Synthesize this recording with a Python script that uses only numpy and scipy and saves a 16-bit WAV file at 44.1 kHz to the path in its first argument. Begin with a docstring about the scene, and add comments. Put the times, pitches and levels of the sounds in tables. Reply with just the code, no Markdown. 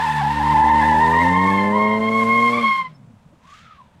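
"""A coupe slides round an asphalt lot in front of the microphone, then lifts off and rolls away.
Both rear tyres spin, squealing as the tread sticks and slips. Two cylinder banks fire in turn through
two tailpipes, whose path difference to the microphone colours the roar as the car turns.
Far off a brake squeaks and the tyres scrub once more in a bend; light wind touches the microphone."""
import sys
import numpy as np
from scipy import signal
from scipy.fft import rfft, irfft, next_fast_len
from scipy.io import wavfile
from scipy.ndimage import uniform_filter1d, minimum_filter1d, map_coordinates

SR = 44100
rng = np.random.default_rng(int(sys.argv[2]) if len(sys.argv) > 2 else 0)


def master_out(mix):
    """Clip the mix to full scale and print it as 16-bit PCM to the path in sys.argv[1]."""
    frames = np.transpose(np.atleast_2d(mix))
    ceiling = np.clip(frames, -1, 1)
    pcm = np.round(ceiling * 32767).astype(np.int16)
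    wavfile.write(sys.argv[1], SR, pcm)


N = 176400

# Wind on the microphone. Each row: time in seconds, level in dB.
WIND_LEVEL = [(0, -62), (.35, -66), (.65, -49.5), (1.27, -52), (1.45, -75), (2.5, -78.5), (2.8, -65),
              (4, -71.5)]
# Spectra of the wind, the open lot and the distant scrub. Each row: frequency in Hz, level in dB.
WIND_SPECTRUM = [(30, -4), (70, 0.5), (150, -11), (600, -63)]
AIR_SPECTRUM = [(130, -1.5), (370, -9.5), (560, -4), (1100, -6), (2000, -18.5), (4000, -28), (8000, -28),
                (15000, -41)]
SCRUB_SPECTRUM = [(150, -25.5), (880, -24.5), (1500, 0.5), (3640, -4), (4680, -11.5), (7000, -11.5),
                  (8920, -23), (15000, -37.5)]
# Tyres in the far bend. Each row: time in seconds, pitch in Hz, whine in dB, scrub in dB.
FAR_BEND = [(3.38, 950, -75, -71.5), (3.49, 1105, -46, -54), (3.56, 1250, -49, -51.5),
            (3.64, 1313, -56, -53), (3.71, 1280, -47, -57), (3.77, 1160, -55.5, -58),
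            (3.81, 1020, -47.5, -63), (3.89, 930, -65, -67.5)]
# Exhaust pops off the throttle. Each row: time in seconds, level in dB, pitch in Hz.
EXHAUST_POPS = [(3.105, -40, 226.2), (3.14, -42, 212), (3.265, -41.5, 159.4), (3.33, -52.5, 579),
                (3.338, -49.5, 322)]
# Rubber grinding on grit, and tread hiss. Each row: time in seconds, level in dB.
GRIND_LEVEL = [(0, -33.5), (.25, -35.5), (1.1, -37), (1.6, -44), (2.02, -47.5), (2.3, -39), (2.55, -39.5),
               (2.78, -40.5), (2.92, -60.5), (3, -84)]
HISS_LEVEL = [(0, -49.5), (.16, -44.5), (.21, -50.5), (.9, -48), (1.5, -50.5), (1.7, -55.5), (2.08, -57),
              (2.14, -50.5), (2.48, -47), (2.6, -51), (2.78, -54), (2.88, -77.5), (3, -88)]
# Their spectra. Each row: frequency in Hz, level in dB.
GRIND_SPECTRUM = [(200, -8), (700, 6), (1300, 16.5), (2500, 11.5), (3600, 9), (5200, 1), (8000, -18),
                  (16000, -27)]
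HISS_SPECTRUM = [(2000, -14.5), (5000, 0.5), (8000, 1), (11000, -5.5), (16000, -17.5)]
# Stick-slip tones of each rear tyre and of the tread edges.
# Each row: time in seconds, pitch in Hz, level in dB, octave in dB relative to the fundamental.
INNER_SQUEAL = [(0.0, 840, -25.5, -4), (0.04, 911, -18, -13.5), (0.1, 870, -22, -6.5),
                (0.18, 890, -23.5, -5), (0.25, 870, -17, -18.5), (0.35, 908, -24, -7.5),
                (0.47, 925.6, -19, -16), (0.6, 877.4, -12.5, -19), (0.78, 901.3, -13.5, -14),
                (0.84, 875, -16.5, -8.5), (0.96, 879, -16.5, -12.5), (1.03, 919, -13, -10.5),
                (1.1, 909, -18, -9.5), (1.2, 946, -18, -6), (1.32, 888, -18, -8.5), (1.4, 924, -21.5, -7.5),
                (1.6, 881, -24.5, -9.5), (1.71, 875.5, -29, -5), (1.76, 1006, -19, -19),
                (1.8, 925, -26.5, -10.5), (1.96, 955, -27.5, -9), (2.06, 919, -51.5, 6.5)]
OUTER_SQUEAL = [(0.0, 1026, -30, -19), (0.28, 970, -35, -13), (0.45, 1033, -29.5, -15.5),
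                (0.62, 1005, -24, -15), (0.8, 1021, -24, -8), (0.98, 969, -24, -14),
                (1.1, 1006, -21.5, -18.5), (1.22, 1036, -26.5, -4.5), (1.31, 1028, -28, -5),
                (1.35, 1047, -18.5, -7.5), (1.51, 1085, -19, -10.5), (1.6, 1054, -22.5, -3),
                (1.72, 1036, -24.5, -10.5), (1.8, 1072, -21, -5), (2.0, 1051, -26.5, -4),
                (2.18, 1089, -19.5, -5), (2.25, 1055, -21, -9), (2.33, 1078, -17, -3.5),
                (2.49, 1065, -16.5, -3), (2.55, 1093, -26.5, -8), (2.6, 1070, -24, -8),
                (2.66, 1089, -17, -5.5), (2.79, 1063, -19.5, -6.5), (2.87, 1022, -35.5, -4.5),
                (2.93, 1030, -66, -41)]
EDGE_YELPS = [(.205, 1127, -28.5, -7), (1.141, 1190, -27, -10), (2.545, 1135, -19, -3),
              (2.589, 1180, -20.5, -7.5), (2.633, 1105, -21.5, -4)]
# Upper overtones of the squeal. Each row: harmonic number, level in dB relative to the octave.
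INNER_HARMONICS = [(3, -16), (4, -20.5)]
OUTER_HARMONICS = [(3, -15.5), (4, -25.5), (5, -36.5)]
# Extra bite on those overtones. Each row: time in seconds, gain in dB.
OVERTONE_BITE = [(.3, 3), (1.03, -2.5), (1.42, -2.5), (1.58, 3), (1.73, -3), (2.04, 5.5), (2.35, -4),
                 (2.6, 5)]
# The squeal's unsteadiness, settling as the car straightens. Each row: time in seconds, depth factor.
SQUEAL_JUDDER = [(0, 1.297), (1.3, 0.93), (1.9, .4), (2.48, 0.29), (2.56, 1.1), (2.66, 0.56), (2.9, 0.26)]
# The inner tyre loses its hold for an instant. Each row: time in seconds, pitch jump in semitones.
INNER_SLIPS = [(0.087, -0.5), (0.221, -1.5), (0.411, -1.34), (0.831, -.6), (1.099, -0.54)]
# The tread catches and the squeal breaks off. Each row: time in seconds, dip in dB.
TREAD_CATCHES = [(1.997, 15.5), (2.106, 12.5), (2.245, 9.5), (2.773, 7), (2.835, 10)]
# Engine speed. Each row: time in seconds, firings of one bank per second.
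FIRING_RATE = [(0.0, 85), (0.05, 78.0), (0.21, 72.2), (0.51, 75), (0.81, 75.4), (0.99, 78.6), (1.12, 81.7),
               (1.32, 89.5), (1.73, 104.3), (1.98, 109.1), (2.28, 113.4), (2.5, 119), (2.58, 118),
               (2.68, 111), (2.87, 81), (3.04, 59), (3.3, 41.6)]
# The tailpipes as heard from the microphone.
# Each row: time in seconds, lag between the pipes in ms, level in dB, tilt in dB per octave.
TAILPIPES = [(0, 3.5, -39, -1.5), (.2, 2, -39.5, -6.5), (.4, 3.5, -32.5, -5), (.6, 3.5, -29.5, -3.5),
             (.9, 3, -27.5, -2.5), (1.03, 3.5, -27, 1), (1.16, 3.5, -26, 1), (1.35, 0.95, -25.5, -3),
             (1.55, .5, -25, -1), (1.8, 0.16, -25.5, 5), (2.4, -0.26, -28, 3), (2.58, 0.55, -30, 4.5),
             (2.66, -1.1, -31, 6), (2.74, 2, -47, 6.5), (3.25, 1, -65, -1.5), (3.5, 2, -71, -5.5)]
# Pipe and silencer resonances, gas rasp and burble. Each row: frequency in Hz, level in dB.
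MUFFLER_RESPONSE = [(45, -16), (75, -7), (115, 0.5), (150, 6.5), (190, 0.2), (235, -1), (295, -1),
                    (335, -19.5), (370, -10.5), (440, -9.5), (515, -7), (620, -13), (760, -22.5),
                    (1500, -45)]
RASP_SPECTRUM = [(35, -43.5), (110, -8), (230, 5), (350, -7), (550, 0), (800, -7.5), (1500, -15.5),
                 (3000, -26), (6000, -43.5), (15000, -49.5)]
BURBLE_SPECTRUM = [(30, -28.5), (70, -14), (125, 5.5), (220, 5), (285, -7.5), (380, -24.5), (1500, -59)]
# The firing note swells and dips while the car is side-on. Each row: time in seconds, gain in dB.
FIRING_NOTE_GAIN = [(.25, 4), (.4, -1.5), (.53, 4.5), (.61, -3), (.66, -13), (.73, -5), (1.05, -0.5),
                    (2.58, 1), (2.7, 1.5)]
# The burble comes up off the throttle. Each row: time in seconds, gain in dB.
BURBLE_GAIN = [(2.55, -18), (2.7, 7), (3.2, 0.5), (3.5, -9), (4, -0.5)]


def amp(db):
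    """Decibels to gain."""
    return 10 ** (np.asarray(db) / 20)


def unit(x):
    """Scale to rms 1."""
    return x / np.sqrt(np.mean(x ** 2) + 1e-20)


def along(points, hz):
    """Interpolate (Hz, value) points on a log axis."""
    f, v = np.transpose(points)
    return np.interp(np.log(hz + 1), np.log(f + 1), v)


def clock():
    """Time of each sample in seconds."""
    return np.arange(N) / SR


def curves(rows):
    """One value per sample for each column after the time."""
    times, *columns = np.transpose(rows)
    return [np.interp(clock(), times, column) for column in columns]


def swell(s, width_s):
    """A bell-shaped rise and fall around a moment."""
    return np.exp(-((clock() - s) / width_s) ** 2 / 2)


def wobble(rate):
    """A smooth random curve, rate knots a second."""
    coarse = np.linspace(0, N / SR, 8000)
    curve = map_coordinates(rng.standard_normal(8192), [coarse * rate], mode="wrap")
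    return np.interp(clock(), coarse, curve)


def running_phase(hz):
    """Phase of a frequency curve in radians."""
    return 2 * np.pi * np.cumsum(hz) / SR


def filtered(x, response):
    """Shape x by a gain that depends on frequency."""
    size = next_fast_len(N + SR // 2)
    return irfft(rfft(x, size) * response(np.fft.rfftfreq(size, 1 / SR)), size)[:N]


def noise(spectrum):
    """Coloured noise of rms 1."""
    return unit(filtered(rng.standard_normal(N), lambda hz: amp(along(spectrum, hz))))


def narrow_noise(phase, width_hz):
    """A narrow band of noise that follows a phase."""
    return unit(wobble(width_hz) * np.cos(phase) + wobble(width_hz) * np.sin(phase))


def blip(s, hz, db, width_s):
    """A short swelling and fading tone."""
    return amp(db) * swell(s, width_s) * np.sin(2 * np.pi * hz * (clock() - s))


def wind_and_air():
    """Light wind buffets the microphone over the hush of the lot."""
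    wind_db = curves(WIND_LEVEL)[0] + 2.5 * wobble(30)
    return amp(wind_db) * noise(WIND_SPECTRUM) + amp(-59.5) * noise(AIR_SPECTRUM)


def lot_scatter(x, wet_db, t60):
    """The direct sound reaches the microphone with a faint scatter from the ground and far verges."""
    t = np.arange(SR) / SR
    tail = rng.standard_normal(SR) * amp(-60 * t / t60)
    return x + amp(wet_db) * signal.fftconvolve(x, tail / np.linalg.norm(tail))[:N]


def far_bend(away_s=3.56, fade_s=0.15, cutoff_hz=4780):
    """Far off, the tyres whine through a bend; their scrub dulls as the car turns away."""
    hz, whine_db, scrub_db = curves(FAR_BEND)
    whine = narrow_noise(running_phase(hz * (1 + 0.022 * wobble(200))), width_hz=170)
    bright = noise(SCRUB_SPECTRUM)
    dull = filtered(bright, lambda f: 1 / np.sqrt(1 + (f / cutoff_hz) ** 6))
    away = np.clip((clock() - away_s) / fade_s, 0, 1)
    scrub = bright + away * (dull - bright)
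    return amp(whine_db) * whine + amp(scrub_db + 1.3 * wobble(200)) * scrub


def brake_squeak():
    """One thin squeak from a distant brake."""
    return blip(s=2.957, hz=5290, db=-57, width_s=0.008)


def exhaust_pops():
    """The exhaust pops softly as the car coasts away."""
    return sum(blip(s, hz, db, width_s=0.0062) for s, db, hz in EXHAUST_POPS)


def tread_grind():
    """Spinning rubber tears over the grit and hisses."""
    grain_db = 1.2 * wobble(500) + wobble(14)
    grit = amp(curves(GRIND_LEVEL)[0]) * noise(GRIND_SPECTRUM)
    hiss = amp(curves(HISS_LEVEL)[0]) * noise(HISS_SPECTRUM)
    return amp(grain_db) * (grit + hiss)


def tread_yelps(sag=0.04, shiver=0.01545):
    """The edge of a tread yelps at a pitch of its own: short rough chirps that sag at either end."""
    bite = amp(curves(OVERTONE_BITE)[0])
    out = np.zeros(N)
    for s, hz, db, octave_db in EDGE_YELPS:
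        bell = swell(s, width_s=0.01335)
        phase = running_phase(hz * (1 - sag * (1 - bell) + shiver * wobble(320)))
        upper = bite * sum(amp(level) * np.sin(k * phase) for k, level in OUTER_HARMONICS)
        out += amp(db) * bell * (np.sin(phase) + amp(octave_db) * (np.sin(2 * phase) + upper))
    return out


def tyre_squeal(tyre, overtones, slips, waver, shiver, flicker_db, skirt_db, skirt_hz, blur):
    """Tread blocks stick and slip: a lurching tone in a skirt of noise, with blurred overtones."""
    hz, level_db, octave_db = curves(tyre)
    judder, = curves(SQUEAL_JUDDER)
    bite_db, = curves(OVERTONE_BITE)
    slip_semitones = sum(jump * swell(s, width_s=0.01) for s, jump in slips)
    lurch = judder * (waver * wobble(55) + shiver * wobble(320))
    phase = running_phase(hz * 2 ** (slip_semitones / 12) * (1 + lurch))
    shared_flicker = judder * wobble(70)
    tone = np.zeros(N)
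    for k, db in [(1, 0), (2, octave_db)]:
        gain = amp(db + flicker_db * (shared_flicker + 0.27 * k * wobble(50)))
        skirt = k * judder * amp(skirt_db) * narrow_noise(k * phase, skirt_hz)
        tone += gain * (np.sqrt(2) * np.sin(k * phase) + skirt)
    for k, db in overtones:
        gain = amp(octave_db + db + bite_db + 2.7 * wobble(45))
        skirt = blur * judder * narrow_noise(k * phase, skirt_hz)
        tone += gain * (np.sin(k * phase) + skirt)
    grip_db = -400 * np.maximum(clock() - tyre[-1][0], 0)  # the tyre grips after its last row
    catch_db = sum(db * swell(s, width_s=0.0061) for s, db in TREAD_CATCHES)
    return amp(level_db + grip_db - catch_db) * tone


def exhaust(far_pipe_gain=0.59, pivot_hz=200, lift_s=2.585, lift_fade_s=0.09, lift_db=-14.5):
    """Two banks fire in turn into like pipes; gas rasps with each firing and burbles off the throttle."""
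    rate, = curves(FIRING_RATE)
    lag_ms, level_db, tilt_db = curves(TAILPIPES)
    phase = running_phase(rate * (1 + 0.0021 * wobble(40.18)))
    # The silencer shifts each order as a minimum-phase filter.
    grid_hz = np.arange(SR // 2 + 1)
    log_gain = np.log(amp(along(MUFFLER_RESPONSE, grid_hz)))
    pipe_phase = -signal.hilbert(np.r_[log_gain, log_gain[-2:0:-1]]).imag[:len(grid_hz)]
    bank_offset = np.pi + 2 * np.pi * rate * lag_ms / 1000  # half a cycle plus the path difference
    throttle_shut = np.clip((clock() - lift_s) / lift_fade_s, 0, 1)
    stumble_db = 8.5 * throttle_shut * (1 - rate / rate.max())
    roar = np.zeros(N)
    for k in range(1, 16):
        hz = k * rate
        order_phase = k * phase + np.interp(hz, grid_hz, pipe_phase)
        order_db = along(MUFFLER_RESPONSE, hz) + tilt_db * np.log2(hz / pivot_hz)
        order_db += stumble_db * wobble(45)
        if k == 2:  # the firing note of both banks together
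            order_db += curves(FIRING_NOTE_GAIN)[0]
        else:  # odd orders and high notes drop away at lift-off
            order_db += throttle_shut * lift_db * ((k % 2 == 1) | (hz > 280))
        far_pipe = far_pipe_gain * np.cos(order_phase - k * bank_offset)
        roar -= amp(order_db) * (np.cos(order_phase) + far_pipe)
    burble = amp(-54 + curves(BURBLE_GAIN)[0] + 3.1 * wobble(22.94)) * noise(BURBLE_SPECTRUM)
    puffs = unit(np.exp(0.29 * np.cos(2 * phase) + 0.4 * np.cos(phase)))
    rasp = amp(-9.5) * puffs * noise(RASP_SPECTRUM)
    return amp(level_db) * (np.sqrt(2) * roar + rasp) + burble


def scene():
    """The car in the open lot, heard from one microphone."""
    inner = tyre_squeal(INNER_SQUEAL, INNER_HARMONICS, INNER_SLIPS, waver=0.01098, shiver=0.01683,
                        flicker_db=1.5, skirt_db=-11, skirt_hz=200.2, blur=0.56)
    outer = tyre_squeal(OUTER_SQUEAL, OUTER_HARMONICS, slips=[], waver=0.005005, shiver=0.009,
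                        flicker_db=3.5, skirt_db=-9, skirt_hz=190.8, blur=0.93)
    car = exhaust() + inner + outer + tread_yelps() + tread_grind()
    car += far_bend() + brake_squeak() + exhaust_pops()
    return (lot_scatter(car, wet_db=-31.5, t60=0.45) + wind_and_air())[None]


def record(dry):
    """Behind the microphone, a limiter holds down the peaks and the top treble is cut."""
    ceiling, top_hz = 0.46, 15800
    needed_gain = np.minimum(1, ceiling / (np.abs(dry[0]) + 1e-9))
    gain = uniform_filter1d(minimum_filter1d(needed_gain, size=300), size=150)
    return filtered(dry[0] * gain, lambda hz: hz < top_hz)[None]


dry = scene()
out = record(dry)
master_out(out)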